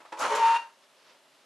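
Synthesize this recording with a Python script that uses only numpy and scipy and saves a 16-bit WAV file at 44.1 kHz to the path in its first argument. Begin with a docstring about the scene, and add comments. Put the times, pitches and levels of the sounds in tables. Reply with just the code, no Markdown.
"""A small workshop, the microphone close to a ski, nearly centred. A block of wax taps down on the base
and is rubbed along it in one stroke, rasping in tiny slips. Mid-stroke the ski rings briefly, while the
slips lock into a stick-slip squeal that hardens just before the block lifts off. The room rings out,
leaving faint rustles of the moving hand, three light touches on the ski and quiet room tone."""
import sys
import numpy as np
from scipy import signal
from scipy.fft import rfft, irfft, next_fast_len
from scipy.io import wavfile
from scipy.ndimage import map_coordinates

SR = 44100
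rng = np.random.default_rng(int(sys.argv[2]) if len(sys.argv) > 2 else 0)


def inscribe(sig):
    """Save sig as 16-bit PCM at rate SR to the path in sys.argv[1].

    A 1-D sig is mono; a 2-D sig holds one channel per row.
    Samples are clipped to [-1, 1] before scaling.
    """
    pcm = np.round(np.clip(np.atleast_2d(sig).T, -1, 1) * 32767)
    wavfile.write(sys.argv[1], SR, pcm.astype(np.int16))


N = 63945

# the stroke's course in three bands (time [s], body [dB], upper middle [dB], treble [dB])
STROKE = [(0.178,-44.5,-50,-57),(0.194,-41.5,-52,-52.5),(0.212,-28.5,-38.5,-44),(0.252,-28.5,-35,-44),(0.292,-36,-42.5,-49),(0.322,-35,-37,-44),(0.345,-34,-37,-49),(0.38,-36,-35.5,-47),(0.42,-38,-39,-50),(0.456,-32,-37,-45),(0.53,-35,-39.5,-51),(0.568,-36,-37,-47.5)]


def amp(db):
    """Decibels to gain."""
    return 10 ** (np.asarray(db) / 20)


def unit(x):
    """Scale to rms 1."""
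    return x / np.sqrt(np.mean(x ** 2) + 1e-20)


def along(points, hz):
    """Read (frequency, value) points at hz, on a log frequency axis."""
    freqs, values = np.transpose(points)
    return np.interp(np.log(hz + 1), np.log(freqs + 1), values)


def clock():
    """Time of each sample in seconds."""
    return np.arange(N) / SR


def curves(rows):
    """One value per sample for each column after the time."""
    times, *columns = np.transpose(rows)
    return [np.interp(clock(), times, column) for column in columns]


def contact(rows, rise_s=0.012, release_s=0.013):
    """1 while a curve lasts, with short ramps outside it."""
    start, end = rows[0][0], rows[-1][0]
    return np.interp(clock(), [start - rise_s, start, end, end + release_s], [0, 1, 1, 0])


def wobble(rate):
    """A smooth random curve, rate knots a second."""
    return map_coordinates(rng.standard_normal(N), [clock() * rate], mode="wrap")


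def noise():
    """Two unrelated white noises."""
    return rng.standard_normal((2, N))


def filtered(x, response):
    """Filter x with a gain given as a function of frequency."""
    size = next_fast_len(N + SR // 2)
    return irfft(rfft(x, size) * response(np.fft.rfftfreq(size, 1 / SR)), size)[..., :N]


def spread(pair):
    """Two unrelated signals become left and right, partly alike as they are in the room."""
    # likeness of left and right at the microphone (frequency [Hz], correlation [0-1])
    likeness = [(40,0),(130,0.4),(300,1),(600,.98),(1100,0.88),(2000,0.78),(4000,0.79),(8000,0.65),(12000,0.8)]
    angle = lambda hz: np.arccos(np.clip(along(likeness, hz), -1, 1)) / 2
    mid, side = filtered(pair, lambda hz: np.array([np.cos(angle(hz)), np.sin(angle(hz))]))
    return np.array([mid + side, mid - side])


def coloured(pair, spectrum):
    """A stereo signal of rms 1, shaped by the given spectrum."""
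    return unit(spread(filtered(pair, lambda hz: amp(along(spectrum, hz)))))


def rasp(slips_per_s=2800, slip_spread_db=2.5, friction_db=-0.5):
    """Wax grips and breaks loose in countless tiny slips, over smooth friction; the ski colours both."""
    # resonances and hollows of the ski (frequency [Hz], half-width [Hz], gain [dB])
    resonances = [(401,12,-15.5),(477,14,4.5),(572.8,5,14.5),(787,59,-8.5),(825,12,4.5),(1040,16,3.5),(1280,28,-2),(1460,9.4,0),(2080,150,0),(2419,66,6.5),(2950,43,6.5),(4390,120,0.5)]
    # course of the rasp's low end (time [s], level [dB])
    low_course = [(0.178,-53),(0.208,-34),(0.246,-31.5),(0.296,-43.5),(0.33,-36.5),(0.37,-35.5),(0.43,-44.5),(0.53,-48.5),(0.568,-48.5)]
    # spectra of the rasp's four bands (frequency [Hz], relative density [dB])
    low = [(25,-28),(100,-29.5),(190,-20.5),(250,-11.5),(350,-1),(520,3),(720,0.5),(1000,-5),(3000,-68.5)]
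    body = [(600,-35),(820,4),(1050,-2),(1380,0),(1650,-17.5),(2200,-39),(5000,-78)]
    upper = [(1000,-28.5),(1600,2.5),(2500,-2),(3300,-3.5),(4500,-10.5),(6000,-28.5),(12000,-51)]
    treble = [(2500,-37),(4500,-7),(5500,0.5),(6700,1),(8000,-6),(10500,-7.5),(12300,-20)]
    slipping = rng.random(N) < slips_per_s / SR
    slips = slipping * amp(slip_spread_db * rng.standard_normal(N)) * np.sign(noise())
    ski_gain = lambda f: amp(sum(db / (1 + ((f - hz) / width) ** 2) for hz, width, db in resonances))
    vibration = filtered(unit(slips) + amp(friction_db) * noise(), ski_gain)
    body_db, upper_db, treble_db = curves(STROKE)
    low_db, = curves(low_course)
    bands = [(low, low_db - 2), (body, body_db - 1), (upper, upper_db - 1), (treble, treble_db - 1.5)]
    return contact(STROKE) * sum(amp(db) * coloured(vibration, spectrum) for spectrum, db in bands)


def squeal(harden_start_s=0.535, harden_end_s=0.568, sharpen_hz=4.6, jitter_hz=5.3,
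           shimmer_db=0.7, flutter_db=2, trim_db=-0.5):
    """The slips lock to one resonance: a nearly pure tone, and overtones that grow towards the lift."""
    # course of the squeal (time [s], pitch [Hz], level [dB])
    course = [(0.285,916.7,-48),(0.318,919,-26),(0.362,911.3,-33),(0.408,915.5,-23.5),(0.446,912.2,-16.5),(0.48,912.4,-19.5),(0.52,919,-18.5),(0.564,919.1,-21.5)]
    # its overtones (multiple of the pitch, level against the tone [dB], gain once hardened [dB])
    harmonics = [(2,-26.5,8),(3,-25,16),(4,-37.5,13.5),(5,-40,9.5)]
    hz, db = curves(course)
    hardness = np.clip((clock() - harden_start_s) / (harden_end_s - harden_start_s), 0, 1) ** 2
    phase = 2 * np.pi * np.cumsum(hz + sharpen_hz * hardness + jitter_hz * wobble(250)) / SR
    level = np.sqrt(2) * amp(db + trim_db - shimmer_db * wobble(200)) * contact(course, release_s=0.019)
    overtones = sum(amp(base_db + gain_db * hardness + flutter_db * wobble(70)) * np.sin(k * phase)
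                    for k, base_db, gain_db in harmonics)
    return level * np.sin(phase), level * overtones


def ski_ring(start_s=0.295, attack_s=0.028, fall_after_s=0.053, fall_db_per_s=150,
             waver_hz=5, flutter_db=2):
    """Modes of the ski sing in mid-stroke and fade as the squeal takes over."""
    # ski modes that the rubbing sustains (frequency [Hz], level [dB])
    modes = [(430,-35.5),(569,-36),(1037,-40.5),(1133,-37),(1906,-44),(2190,-46)]
    t = clock() - start_s
    swell = np.clip(t / attack_s, 0, 1) * amp(-fall_db_per_s * np.maximum(t - fall_after_s, 0))
    ring = 0
    for hz, db in modes:
        level = np.sqrt(2) * amp(db + flutter_db * wobble(70))
        phase = 2 * np.pi * np.cumsum(hz + waver_hz * wobble(90)) / SR
        ring += level * np.sin(phase)
    return ring * swell * contact(STROKE)


def catches(attack_s=0.0045, fall_db_per_s=704, grit_db=2):
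    """Short gritty hisses where the edge of the block bites into the base."""
    # bites of the edge (time [s], length before the fall [s], level [dB])
    bites = [(0.188,.04,-43),(0.348,0.014,-39)]
    # their crisp hiss (frequency [Hz], relative density [dB])
    hiss = [(1500,-29),(3500,-3.5),(5500,0.5),(7200,3.5),(8800,-7.5),(10500,-5),(12300,-12.5)]
    level = 0
    for start, length, db in bites:
        t = clock() - start
        level += np.clip(t / attack_s, 0, 1) * amp(db - fall_db_per_s * np.maximum(t - length, 0))
    return level * amp(grit_db * wobble(500)) * coloured(noise(), hiss)


def taps(attack_s=0.004, scuff_t60_s=0.13):
    """Each touch of the soft block or the hand knocks the ski and scuffs briefly."""
    # touches on the ski (time [s], level [dB], gain of the scuff [dB])
    touches = [(0.001,-53.5,6.5),(0.048,-56,8.5),(0.1201,-35.5,0),(1.103,-71,12),(1.142,-65.5,5),(1.246,-68.5,6.5)]
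    # modes of the knocked ski (frequency [Hz], relative level [dB], t60 [s])
    modes = [(327,-10.5,0.16),(449,-14,0.31),(536,-3.5,.1),(862,2,.13),(963,-0.5,0.2),(1102,-2.5,0.044),(1320,-12,0.043),(1884,-12.5,0.03),(2590,-13,.1)]
    # spectrum of the scuff (frequency [Hz], relative density [dB])
    scuff_spectrum = [(80,-31),(190,-21.5),(320,-5.5),(1000,4.5),(2700,-7.5),(4500,-15),(9000,-22.5),(12000,-39.5)]
    out = np.zeros((2, N))
    for start, db, scuff_db in touches:
        t = np.maximum(clock() - start, 0)
        ring = sum(amp(mode_db - 60 * t / t60) * np.sin(2 * np.pi * (hz * t + rng.random()))
                   for hz, mode_db, t60 in modes)
        scuff = amp(scuff_db - 60 * t / scuff_t60_s) * coloured(noise(), scuff_spectrum)
        onset = 1 - np.exp(-(t / attack_s) ** 2)
        out += amp(db) * onset * (ring + scuff)
    return out


def rustles(flutter_db=1.0):
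    """Soft swells of noise as hand and sleeve move."""
    # movements of the hand (time [s], half-width [s], level [dB])
    moves = [(0.09,0.045,-62),(0.838,0.021,-63),(1.0,0.062,-65.5),(1.102,0.056,-59.5),(1.39,0.088,-68)]
    # spectrum of the rustle (frequency [Hz], relative density [dB])
    spectrum = [(88, -70), (150, -13), (270, -23.5), (494, -1.5), (841, -13), (1030, -2), (1330, -5.5),
                (5160, -9), (12000, -44), (15600, -45.5), (22000, -120)]
    swell = sum(amp(db) * np.exp(-((clock() - peak) / width) ** 2) for peak, width, db in moves)
    return swell * amp(flutter_db * wobble(80)) * coloured(noise(), spectrum)


def room_tail(x, delay_s=0.0063):
    """The workshop's short tail follows the direct sound; each frequency dies at its own speed."""
    # reverberation of the workshop (frequency [Hz], t60 [s])
    decay_times = [(150,.25),(400,0.31),(900,0.35),(3000,0.28),(6000,0.39),(12000,0.29)]
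    hz, t, spectra = signal.stft(rng.standard_normal((2, SR // 2)), SR, nperseg=256)
    decay = amp(-60 * t / along(decay_times, hz)[:, None])
    onset = np.clip(t / delay_s - 1, 0, 1)
    tail = spread(signal.istft(spectra * decay * onset, SR, nperseg=256)[1])
    return signal.fftconvolve(np.atleast_2d(x), tail / np.linalg.norm(tail[0]), axes=1)[:, :N]


def room_tone(level_db=-62.5):
    """The steady, quiet noise of the workshop around the microphone."""
    # spectrum of the room tone (frequency [Hz], relative density [dB])
    spectrum = [(15, -67), (25, -44), (107, -33), (135, -13), (165, -17.5), (278, -6.5), (333, -15),
                (369, -3.5), (454, -11.5), (620, 0.5), (724, -9.5), (824, -6.5), (2510, -12), (2780, -9.5),
                (12200, -23), (15800, -65.5), (22000, -120)]
    return amp(level_db) * coloured(noise(), spectrum)


def scene(rub_pan_db=-0.07, squeal_pan_db=0.8, rub_room_db=-6.5, tone_room_db=-16, overtone_room_db=-5):
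    """At the microphone: the rubbing in the centre, the squeal a touch left, the workshop behind."""
    rub = rasp() + catches() + ski_ring() + taps()
    tone, overtones = squeal()
    direct = rub * amp([[rub_pan_db], [-rub_pan_db]])
    direct += (tone + overtones) * amp([[squeal_pan_db], [-squeal_pan_db]])
    into_room = amp(rub_room_db) * rub.mean(axis=0)
    into_room += amp(tone_room_db) * tone + amp(overtone_room_db) * overtones
    return direct + room_tail(into_room) + rustles() + room_tone()


def record(dry, top_hz=12300):
    """The recorder keeps nothing above its band limit."""
    return filtered(dry, lambda hz: hz < top_hz)


dry = scene()
out = record(dry)
inscribe(out)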